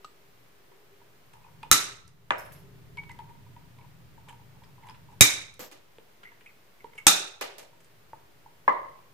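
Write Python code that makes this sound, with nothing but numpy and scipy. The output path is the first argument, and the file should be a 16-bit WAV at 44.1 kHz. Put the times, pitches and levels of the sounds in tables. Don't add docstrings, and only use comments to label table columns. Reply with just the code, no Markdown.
import sys
import numpy as np
from scipy import signal
from scipy.fft import rfft, irfft
from scipy.io import wavfile
from scipy.ndimage import uniform_filter1d

SR = 44100
rng = np.random.default_rng(int(sys.argv[2]) if len(sys.argv) > 2 else 0)


def decibels_to_gain(level_db):
    exponent = np.asarray(level_db, float) / 20
    return 10 ** exponent


def master(y):
    cut = np.clip(np.atleast_2d(y).T, -1, 1)
    pcm = np.round(cut * 32767)
    wavfile.write(sys.argv[1], SR, pcm.astype(np.int16))


N = 402633

# frequency in Hz, density in dB per Hz.
HISS_COLOUR = [(26, -28.5), (45, -3.5), (53, -16), (150, -8), (264, -10.5), (401, -7), (552, -9),
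               (779, -11), (1020, -11.5), (2190, -14.5), (9110, -27), (14900, -22.5), (15550, -23.5),
               (15750, -60.5)]
# frequency in Hz, density in dB per Hz.
VEHICLE_COLOUR = [(15, -41.5), (25, -11), (59, -11), (118, 1), (162, -2.5), (212, -15), (299, -13),
                  (330, -13.5), (430, -45), (730, -120)]
# time in seconds, level in dB.
VEHICLE_PASS = [(0.0, -73), (0.4, -66), (0.8, -74.5), (1.7, -53), (2.2, -60), (2.5, -52), (3.0, -49),
                (3.8, -53.5), (4.8, -54.5), (5.3, -52), (5.7, -65), (6.1, -75.5), (6.7, -70.5), (7.1, -65),
                (7.5, -71), (8.1, -64), (9.1, -65)]
# frequency in Hz, shared power from 0 to 1.
LIKENESS = [(60, 0.71), (130, 0.6), (290, 0.4), (640, 0.12), (1410, 0), (3100, 0.1), (6820, 0), (15000, 0)]
# centre in seconds, peak in dB, length in seconds.
MODE_SWELLS = [
    (0.1, -70, 0.18),
    (0.716, -66, .12),
    (0.95, -70, .2),
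    (1.87, -66.5, 0.11),
    (2.803, -67, 0.31),
    (3.15, -73, 0.11),
    (5.3, -70, 0.14),
    (7.214, -59.5, 0.092),
    (7.5, -61.5, 0.066),
]
# frequency in Hz, t60 in seconds.
ROOM_DECAY = [(120, 0.26), (500, 0.6), (1500, 0.48), (4000, 0.5), (8000, 0.46)]
# frequency in Hz, left minus right in dB.
ROOM_LEAN = [(500, -0.73), (1500, -1.5), (4000, -3), (8000, -3.5), (14000, 3.5)]

# start in seconds, length in seconds, level in dB.
CORE_CREAKS = [(1.328, .16, -72), (2.989, 0.073, -64), (3.778, 0.077, -63.5), (4.26, 0.038, -60),
               (4.376, 0.06, -71), (4.532, .05, -69), (4.606, 0.097, -66.5), (4.778, .04, -69),
               (4.824, .06, -58), (4.919, 0.022, -71), (5.083, 0.062, -65)]
# frequency in Hz, level in dB, t60 in seconds.
STEEL_BOX = [(880, -6.5, 0.04), (942, -1.5, 0.04), (950, -7, 0.03), (970, -8, 0.03)]
# start in seconds, strength in dB, grit over the hollow in dB.
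TAPS = [(1.012, -51, -20), (1.334, -47.5, -2.5), (1.445, -45.5, -15), (1.352, -50, -10), (1.363, -54, -10),
        (1.462, -48, -16.5), (1.481, -54.5, -15.5), (1.622, -44.5, -13.5), (1.63, -33, -2),
        (1.645, -42, -10.5), (1.655, -46, -10.5), (2.971, -38, -1.5), (2.984, -41.5, 1), (3.108, -49.5, 0),
        (3.305, -40, -24), (4.284, -45.5, 0.5), (4.293, -43, -4.5), (4.304, -46, -9), (3.035, -52, 6),
        (3.093, -39.5, -2.5), (3.147, -46.5, -9.5), (3.189, -33, -8.5), (3.294, -44, -7), (3.462, -49, -38),
        (3.563, -41.5, -11), (3.786, -47.5, -3.5), (3.81, -55, -19), (3.842, -54, -16), (4.176, -47, -10),
        (4.27, -52, -12), (4.326, -41.5, -16), (4.393, -50, -16), (4.562, -53.5, -12), (4.618, -51.5, -13),
        (4.779, -51, -21.5), (4.823, -48.5, -10.5), (4.832, -50.5, -8), (4.841, -48, -6),
        (4.855, -44.5, -11.5), (4.866, -46, -8.5), (4.875, -48, -9.5), (4.896, -37, -3),
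        (4.907, -44.5, -0.5), (4.942, -52, -6), (4.951, -54, -6), (5.1, -51.5, -10.5), (5.117, -50, -11.5),
        (5.138, -50, -14.5), (6.856, -46.5, -13.5), (3.199, -39, -10), (4.886, -39.5, -2),
        (5.085, -50.5, -10.5), (5.128, -45.5, -17.5), (6.315, -47.5, -5.5), (7.728, -51, -18.5),
        (8.458, -42, -25)]
# start in
# seconds, strength in dB, bright tick over the grit in dB, contact in ms.
SCUFFS = [(1.335, -49.5, -2.5, 7), (2.078, -53.5, 8.5, 3.7), (2.46, -49, -22, 11.4),
          (2.518, -47.5, -6.5, 14.3), (2.55, -50.5, -17, 42), (8.725, -47, -8, 7.3),
          (3.115, -63, 15, 5.9), (4.286, -44.5, -4, 18), (4.327, -49, -7, 3.3),
          (4.636, -48.5, -8.5, 6.7), (4.868, -49.5, -2, 10), (4.898, -50, -2.5, 3.8),
          (4.945, -50, -17.5, 15), (5.109, -65.5, 4.5, 26), (5.539, -56.5, 11, 5.3),
          (5.774, -53, -0.5, 12), (6.232, -46, -17, 14), (6.408, -49, -13.5, 11.7),
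          (6.46, -51.5, -7, 10), (6.933, -52.5, -14, 8.7), (6.953, -53, -1, 7.6), (6.978, -42, -4, 18),
          (7.595, -43.5, -21.5, 15), (7.628, -49.5, 0.5, 11), (7.804, -55, 1, 13),
          (7.844, -60.5, 7.5, 11)]
# start in seconds, strength in dB, box hollow over the thud in dB.
CABLE_THUDS = [
    (0.716, -47, -7),
    (1.666, -45.5, -7),
    (5.984, -38, -14.5),
    (6.803, -65, -5),
    (6.843, -38.5, 2.5),
    (6.953, -47, -8),
    (7.628, -47.5, -5),
    (7.805, -63.5, -5),
]
# start in seconds, peak in dB, pitch in Hz, width in Hz, scrape in ms.
JAW_SINGS = [(1.44, -60.5, 2460, 300.6, 3.7), (1.629, -46.5, 2460, 400, 7), (4.285, -57, 3100, 400, 16),
             (3.096, -50, 2240, 250, 9), (4.64, -62.5, 4880, 900, 9.6), (4.896, -54, 5000, 600, 5.8),
             (6.985, -59.5, 8450, 603.4, 5.3), (2.972, -36.5, 2253, 60, 25), (3.104, -48, 2010, 200.5, 14),
             (3.8077, -60.5, 2350, 300, 8.6), (3.846, -67, 2249, 303.3, 8.2), (6.228, -49, 1460, 250, 12),
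             (6.2447, -46.5, 2016, 218.3, 24), (6.2614, -50.5, 2160, 201, 30),
             (6.314, -54, 1870, 297, 12.5), (6.4592, -49, 2240, 250.4, 6.1), (6.466, -52, 2500, 150, 14),
             (6.485, -55.5, 2230, 150, 17), (6.797, -54.5, 2200, 347.3, 19),
             (6.9311, -54.5, 2100, 300, 4.8), (6.977, -47, 2650, 450, 6), (6.977, -39, 2210, 130, 13),
             (6.996, -48, 2194, 130, 12), (4.832, -57, 2000, 250, 12)]
# time in seconds, lag of the left capsule in ms.
JAW_LAG = [(3.0, -.04), (5.0, .06), (6.2, .35)]
# landing in seconds, peak in dB, low mode in dB, middle mode in dB.
OFFCUT_BOUNCES = [
    (2.3819, -42.5, 2, -12),
    (2.397, -48.5, -6, -10),
    (2.414, -61, -3, 0),
    (2.4511, -52.5, -11, 14),
    (2.5215, -44.5, -18, -5),
    (2.562, -60, 8, 5),
    (2.588, -57.5, -8, 0),
]
# frequency in Hz, level in dB, t60 in seconds.
OFFCUT_RING = [(5250, -8.5, 0.12), (10200, -18.5, 0.25), (11570, -9, 0.15)]

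BLOW_TIMES = [.0454, 1.7138, 2.3060, 5.2088, 5.5933, 5.7143, 7.0677, 7.4108, 7.5820, 8.1325, 8.6783]
# peak in dB, crack length in ms, room share in dB, left minus right in dB.
BLOW_SHAPES = [(-42.5, 7, -19.5, 0), (-3.5, 4, -12, -1.5), (-17, 5.6, -16, 0.5), (0, 5.5, -12, -0.5),
               (-41.5, 83, -13.5, -1), (-48.5, 6, -4, -2.5), (-4.5, 4.9, -10, -1), (-29.5, 6.2, -7.5, 1),
               (-42.5, 6.5, -8.5, -8.5), (-46.5, 2.95, -14, 0), (-16, 8.6, -12.5, -2)]
# frequency in Hz, level over the crack in dB, t60 in seconds.
BLOW_RINGS = [
    [(1253, 5, 0.066), (2750, -2, 0.028), (7780, -19, 0.24)],
    [(1335, -15, 0.2), (3935, -18, .2), (298, -33, .2), (122.5, -28, 0.16)],
    [(3450, -1, 0.011), (971, -4.5, 0.08), (1700, -2, 0.025)],
    [(2357, -12.5, 0.11), (2230, -16.5, 0.09), (3755, -12, 0.15), (3834, -11.5, 0.09), (120, -23, 0.18),
     (301, -28.5, 0.19), (403, -28.5, 0.2)],
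    [(500, -3, 0.32)],
    [(2410, -5, 0.063)],
    [(176, -37, 0.55), (8280, 2, 0.017), (861.7, -4, 0.019), (1335, -15.5, 0.15), (3680, -18, 0.25),
     (312, -24, 0.14)],
    [(600, -7, 0.11), (14250, -2, 0.027)],
    [(604, -8.5, 0.041)],
    [(900, 14, 0.051)],
    [(1030, 2.5, 0.11), (1062, 8.5, 0.032), (890, -3.5, 0.069), (1630, 1.5, 0.039), (2083, -4, 0.03)],
]
BLOW_LAGS = [0, 0, .2, 0, 0, 0, 0, .25, .25, 0, .25]
# frequency in Hz, density in dB per Hz.
THIN_SNAP = [(88, -43), (150, -17), (406, -12.5), (567, -18.5), (871, -16), (980, -13.5), (1340, -3),
             (1620, -9), (2200, -7.5), (3300, -13), (3850, -4.5), (4500, -12.5), (6000, -5), (12700, -12.5),
             (15300, -17), (16200, -49.5)]
THICK_SNAP = [(88, -43.5), (150, -15.5), (414, -17.5), (731, -18), (2020, -8.5), (2320, 0.5), (2760, -13.5),
              (3400, -11), (3770, -1.5), (4200, -14), (6270, -4.5), (14500, -15), (15500, -20),
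              (16200, -50)]
LAST_SNAP = [(88, -46), (150, -19), (1040, -12.5), (1310, -5), (2100, -14), (2550, -4.5), (3040, -15.5),
             (3700, -0.5), (4410, -12.5), (6030, -5.5), (12200, -14), (15400, -20.5), (16200, -50)]
# frequency in Hz, density in dB per Hz.
STIFF_DROP = [(88, -54), (150, -25), (613, -0.5), (806, -5), (942, -3), (1690, -3), (2500, -10),
              (3200, -20), (4330, -34), (7930, -35.5), (14500, -67), (16000, -71)]
SOFT_DROP = [(88, -36), (150, -9), (494, -5.5), (3770, -15.5), (7780, -15), (10000, -31), (12200, -9.5),
             (16000, -26.5)]
SOFT_BOUNCE = [(180, -44), (300, 0.5), (1390, -8.5), (2400, -8), (15000, -20.5), (16000, -23.5)]
LAST_DROP = [(88, -54), (150, -25), (494, -1.5), (1020, -6), (1540, -8), (1660, -7.5), (2410, -7),
             (14000, -24.5), (16000, -57.5)]
LAST_BOUNCE = [(88, -34), (150, -26), (589, -2), (1190, -19), (2270, -15), (14300, -20.5), (16000, -39)]
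# frequency in Hz, density in dB per Hz.
LIGHT_KNOCK = [(180, -58), (300, -9), (1030, -11), (1260, 6.5), (1720, -16.5), (4300, -10), (12300, -33),
               (16000, -37.5)]
HOLLOW_KNOCK = [(180, -48), (300, -7), (701, -3), (962, -5), (1410, -14.5), (16000, -73)]
HARD_KNOCK = [(88, -69), (150, -32.5), (578, -11), (775, -15), (1060, 1), (1310, -20.5), (1700, -22.5),
              (2050, -14.5), (2450, -33.5), (16000, -74.5)]
# start in seconds, left swing, right swing (full scale 1).
CAPSULE_SWINGS = [
    (1.715, .04, .15),
    (5.2114, 0.48, -.9),
    (7.0687, -.04, .15),
]


def curve(hz, table):
    f, v = np.transpose(table)
    return np.interp(np.log(np.maximum(hz, 1)), np.log(np.maximum(f, 1)), v)


def coloured(x, gain):
    n = x.shape[-1]
    return irfft(rfft(x) * gain(np.arange(n // 2 + 1) * SR / n), n)


def bandpass(x, lo_hz, hi_hz):
    return signal.sosfilt(signal.butter(2, [lo_hz, hi_hz], "bandpass", fs=SR, output="sos"), x)


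def band_rms(x, lo_hz, hi_hz):
    return np.std(coloured(x.mean(axis=0), lambda f: (f > lo_hz) & (f < hi_hz)))


def peak_one(x):
    power = uniform_filter1d(x ** 2, size=176).mean(axis=0)
    return x / np.sqrt(power.max())


def pair(size, alike):
    shared, *own = rng.standard_normal((3, size))
    return np.sqrt(alike) * shared + np.sqrt(1 - alike) * np.array(own)


def burst(noise, ms):
    t_ms = np.arange(noise.shape[-1]) / SR * 1000
    return noise * np.exp(-(t_ms / ms) ** 3)


def ring(modes, size, rise_ms):
    t, out = np.arange(size) / SR, 0
    for hz, db, t60 in modes:
        phase = 2 * np.pi * rng.random() + 0.7 * rng.standard_normal((2, 1))
        out = out + decibels_to_gain(db - 60 * t / t60) * np.sin(2 * np.pi * hz * t + phase)
    push = np.minimum(t * 1000 / rise_ms, 1)
    return out * np.sin(np.pi / 2 * push) ** 2


def click(colour):
    cepstrum = irfft(np.log(decibels_to_gain(curve(np.linspace(0, SR / 2, 2049), colour))))
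    cepstrum[1:2048] *= 2
    cepstrum[2049:] = 0
    return irfft(np.exp(rfft(cepstrum)))


def lagged(sound, lag_ms):
    return np.array([np.roll(sound[0], round(lag_ms * SR / 1000)), sound[1]])


def add(bus, s, sound):
    i = int(s * SR)
    n = min(sound.shape[-1], N - i)
    bus[..., i:i + n] += sound[..., :n]


def wide_noise(table):
    mid, side = rng.standard_normal((2, N + 1))
    alike = lambda f: np.clip(curve(f, LIKENESS), 0, 1)
    mid = coloured(mid, lambda f: decibels_to_gain(curve(f, table)) * np.sqrt(1 + alike(f)))
    side = coloured(side, lambda f: decibels_to_gain(curve(f, table)) * np.sqrt(1 - alike(f)))
    return np.array([mid + side, mid - side])[:, :N]


def capsule_hiss():
    t, ducked = np.arange(N) / SR, 0
    fall_s, hold_s, duck_db = 0.3, 0.58, -8
    for s, (peak_db, *_) in zip(BLOW_TIMES, BLOW_SHAPES):
        if peak_db > -8:
            since = t - s
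            ducked = ducked + np.clip(since / fall_s, 0, 1) ** 2 * np.exp(-(since / hold_s) ** 4)
    hiss = wide_noise(HISS_COLOUR)
    return hiss / band_rms(hiss, 11000, 15500) * decibels_to_gain(-75 + duck_db * ducked)


def vehicle():
    rumble = coloured(wide_noise(VEHICLE_COLOUR), lambda f: 1 / (1 + (f / 300) ** 8))
    level_db = np.interp(np.arange(N) / SR, *np.transpose(VEHICLE_PASS)) - 2.5
    return rumble / band_rms(rumble, 60, 200) * decibels_to_gain(level_db)


def room_mode():
    t, mode_hz, width_hz = np.arange(N) / SR, 400, 40
    gain = decibels_to_gain(-79)
    for s, db, length_s in MODE_SWELLS:
        gain = gain + decibels_to_gain(db) * np.exp(-((t - s) / length_s) ** 2)
    hum = coloured(pair(size=N + 1, alike=0.7), lambda f: 1 / (1 + (2 * (f - mode_hz) / width_hz) ** 2))[:, :N]
    return hum / band_rms(hum, 360, 450) * gain * decibels_to_gain(0.5)


def room(send):
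    gap_ms, rise_ms, early_ms = 5.8, 1.5, 17
    near_wall_db, early_db, patchy_db = -4, 5.5, 2
    t = np.arange(SR) / SR
    ms, echo = t * 1000, 0
    noise = coloured(rng.standard_normal((2, SR)), lambda f: 1 / (1 + (f / 15000) ** 40))
    for hz in 60 * np.sqrt(2) ** np.arange(17):
        octaves = lambda f: np.log2(np.maximum(f, 1) / hz)
        band = coloured(noise, lambda f: np.cos(np.pi * np.clip(octaves(f), -0.5, 0.5)) ** 2)
        side_db = curve(hz, ROOM_LEAN) * np.array([[0.5], [-0.5]])
        steps = np.repeat(rng.standard_normal(SR // 200 + 1), 200)[:SR]
        patches_db = patchy_db * uniform_filter1d(steps, size=200)
        air = 1 + (hz / 15000) ** 2
        echo = echo + band * decibels_to_gain(side_db + patches_db - 60 * t / curve(hz, ROOM_DECAY) * air)
    far = np.clip((ms - gap_ms) / rise_ms, 0, 1)
    early = decibels_to_gain(early_db) * np.exp(-(ms - gap_ms) / early_ms)
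    echo = echo * (decibels_to_gain(near_wall_db) + far * (1 + early))
    echo = echo / np.sqrt(np.sum(echo[:, :SR // 20] ** 2) / 20)
    return signal.fftconvolve(send[None], echo, axes=1)[:, :N]


def hollow(x):
    return bandpass(x, 803, 1067)


def creaks():
    out, t = np.zeros((2, N)), np.arange(9000) / SR
    slips_hz, scatter_db = 254, 2.5
    for s, length_s, db in CORE_CREAKS:
        chance, size, grain = rng.random((3, 9000))
        slips = (chance < slips_hz / SR) * decibels_to_gain(-scatter_db * np.log(1 - size)) + 0.1 * (grain - 0.5)
        swell = np.sqrt(np.clip(4 * t / length_s * (1 - t / length_s), 0, 1))
        rub = hollow(hollow(slips * swell))
        add(out, s, decibels_to_gain(db) * rub / np.sqrt(np.sum(rub ** 2) / (length_s * SR)))
    return out


def contact(box_db, grit_db, tick_db, thud_db, ms):
    grains = decibels_to_gain(3 * rng.exponential(size=4000))
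    touch = burst(pair(size=4000, alike=0.6) * grains, max(ms, 1))
    grit = peak_one(bandpass(touch, 1200, 3300))
    tick = peak_one(bandpass(touch, 3300, 9500))
    box = ring([(hz, db + box_db, t60) for hz, db, t60 in STEEL_BOX], size=4000, rise_ms=1)
    thud = ring([(450, thud_db - 2.5, 0.039)], size=4000, rise_ms=0.8)
    body = hollow(box) + thud
    shaken = peak_one(signal.fftconvolve(touch[:1], body, axes=1)[:, :4000]) * np.abs(body).max()
    return decibels_to_gain(-5.5) * shaken + decibels_to_gain(grit_db - 7) * grit + decibels_to_gain(tick_db - 8) * tick


def ticks(near, send):
    touches = []
    for s, db, sharp_db in TAPS:
        grit_db = db + sharp_db
        touches.append((s, db, grit_db, grit_db - 12.5, db - 22, 4.9))
    for s, db, crisp_db, ms in SCUFFS:
        touches.append((s, db - 14, db, db + crisp_db, db - 13.5, ms))
    for s, db, box_db in CABLE_THUDS:
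        touches.append((s, db + box_db, db - 6, db - 20, db, 1.5))
    for s, *shares in touches:
        sound = contact(*shares)
        add(near, s, sound)
        add(send, s, decibels_to_gain(-17.5) * sound[0])


def sings(near, send):
    t_ms = np.arange(6000) / SR * 1000
    for s, db, hz, width_hz, ms in JAW_SINGS:
        b, a = signal.iirpeak(hz, hz / max(width_hz, 20), fs=SR)
        swell = np.minimum(t_ms / (0.33 * max(ms, 1)), 1)
        scrape = swell * burst(pair(size=6000, alike=1), max(ms, 1))
        chirp = signal.lfilter(b, a, signal.lfilter(b, a, scrape))
        sound = decibels_to_gain(db + 1) * peak_one(chirp)
        add(near, s, lagged(sound, np.interp(s, *np.transpose(JAW_LAG))))
        add(send, s, decibels_to_gain(-20) * sound[0])


def offcut(near, send):
    for s, db, low_db, middle_db in OFFCUT_BOUNCES:
        favour_db = (low_db, middle_db, 0)
        modes = [(hz, mode_db + more_db, t60) for (hz, mode_db, t60), more_db in zip(OFFCUT_RING, favour_db)]
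        tap = peak_one(np.diff(burst(pair(size=14000, alike=0.33), 4.3), prepend=0))
        sound = decibels_to_gain(db - 6) * (decibels_to_gain(3.5) * ring(modes, size=14000, rise_ms=1.2) + tap)
        add(near, s, sound)
        add(send, s, decibels_to_gain(db - 12) * tap[0] + decibels_to_gain(-14) * sound[0])


def blows(near, send):
    colours = [LIGHT_KNOCK, THIN_SNAP, STIFF_DROP, THICK_SNAP, SOFT_DROP, SOFT_BOUNCE, LAST_SNAP, LAST_DROP,
               LAST_BOUNCE, HOLLOW_KNOCK, HARD_KNOCK]
    t_ms = np.arange(4097) / SR * 1000
    edge = 1 + decibels_to_gain(2.5) * np.exp(-t_ms / 0.8)
    for s, shape, colour, modes, lag_ms in zip(BLOW_TIMES, BLOW_SHAPES, colours, BLOW_RINGS, BLOW_LAGS):
        db, ms, room_db, pan_db = shape
        body = click(colour)
        noise = edge * burst(pair(size=4097, alike=0.45), ms)
        crack = peak_one(signal.fftconvolve(noise, body[None], axes=1))
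        rings = ring(modes, size=8192, rise_ms=0.88)
        sound = np.pad(crack + rings, ((0, 0), (0, 32)))
        sides_db = np.array([[pan_db], [-pan_db]]) / 2
        add(near, s, lagged(sound, lag_ms) * decibels_to_gain(db + sides_db))
        even = body * np.sqrt(np.sum(crack[0] ** 2) / np.sum(body ** 2))
        add(send, s, decibels_to_gain(db + room_db) * even)
        add(send, s, decibels_to_gain(db + room_db - 11.5) * rings[0])


def scene():
    near, send = np.zeros((2, N)), np.zeros(N)
    for source in (ticks, sings, offcut, blows):
        source(near, send)
    return capsule_hiss() + vehicle() + room_mode() + room(send) + creaks() + near


def top_cut(x):
    return signal.sosfilt(signal.butter(12, 16180, fs=SR, output="sos"), x)


def record(dry):
    x = dry.copy()
    ms = np.arange(2000) / SR * 1000
    kick_ms, rebound_ms, hardness = 1.2, 4.1, 8
    kick = ms / kick_ms * np.exp(1 - ms / kick_ms)
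    rebound = (ms / rebound_ms * np.exp(1 - ms / rebound_ms)) ** 4
    for s, left, right in CAPSULE_SWINGS:
        add(x, s, np.outer([left, right], kick - 0.82 * rebound))
    x = x / (1 + np.abs(x) ** hardness) ** (1 / hardness)
    x = signal.sosfilt(signal.butter(8, 17500, fs=SR, output="sos"), x)
    x = np.clip(x, -1, 1) - 0.0011
    return top_cut(x)


dry = scene()
out = record(dry)
master(out)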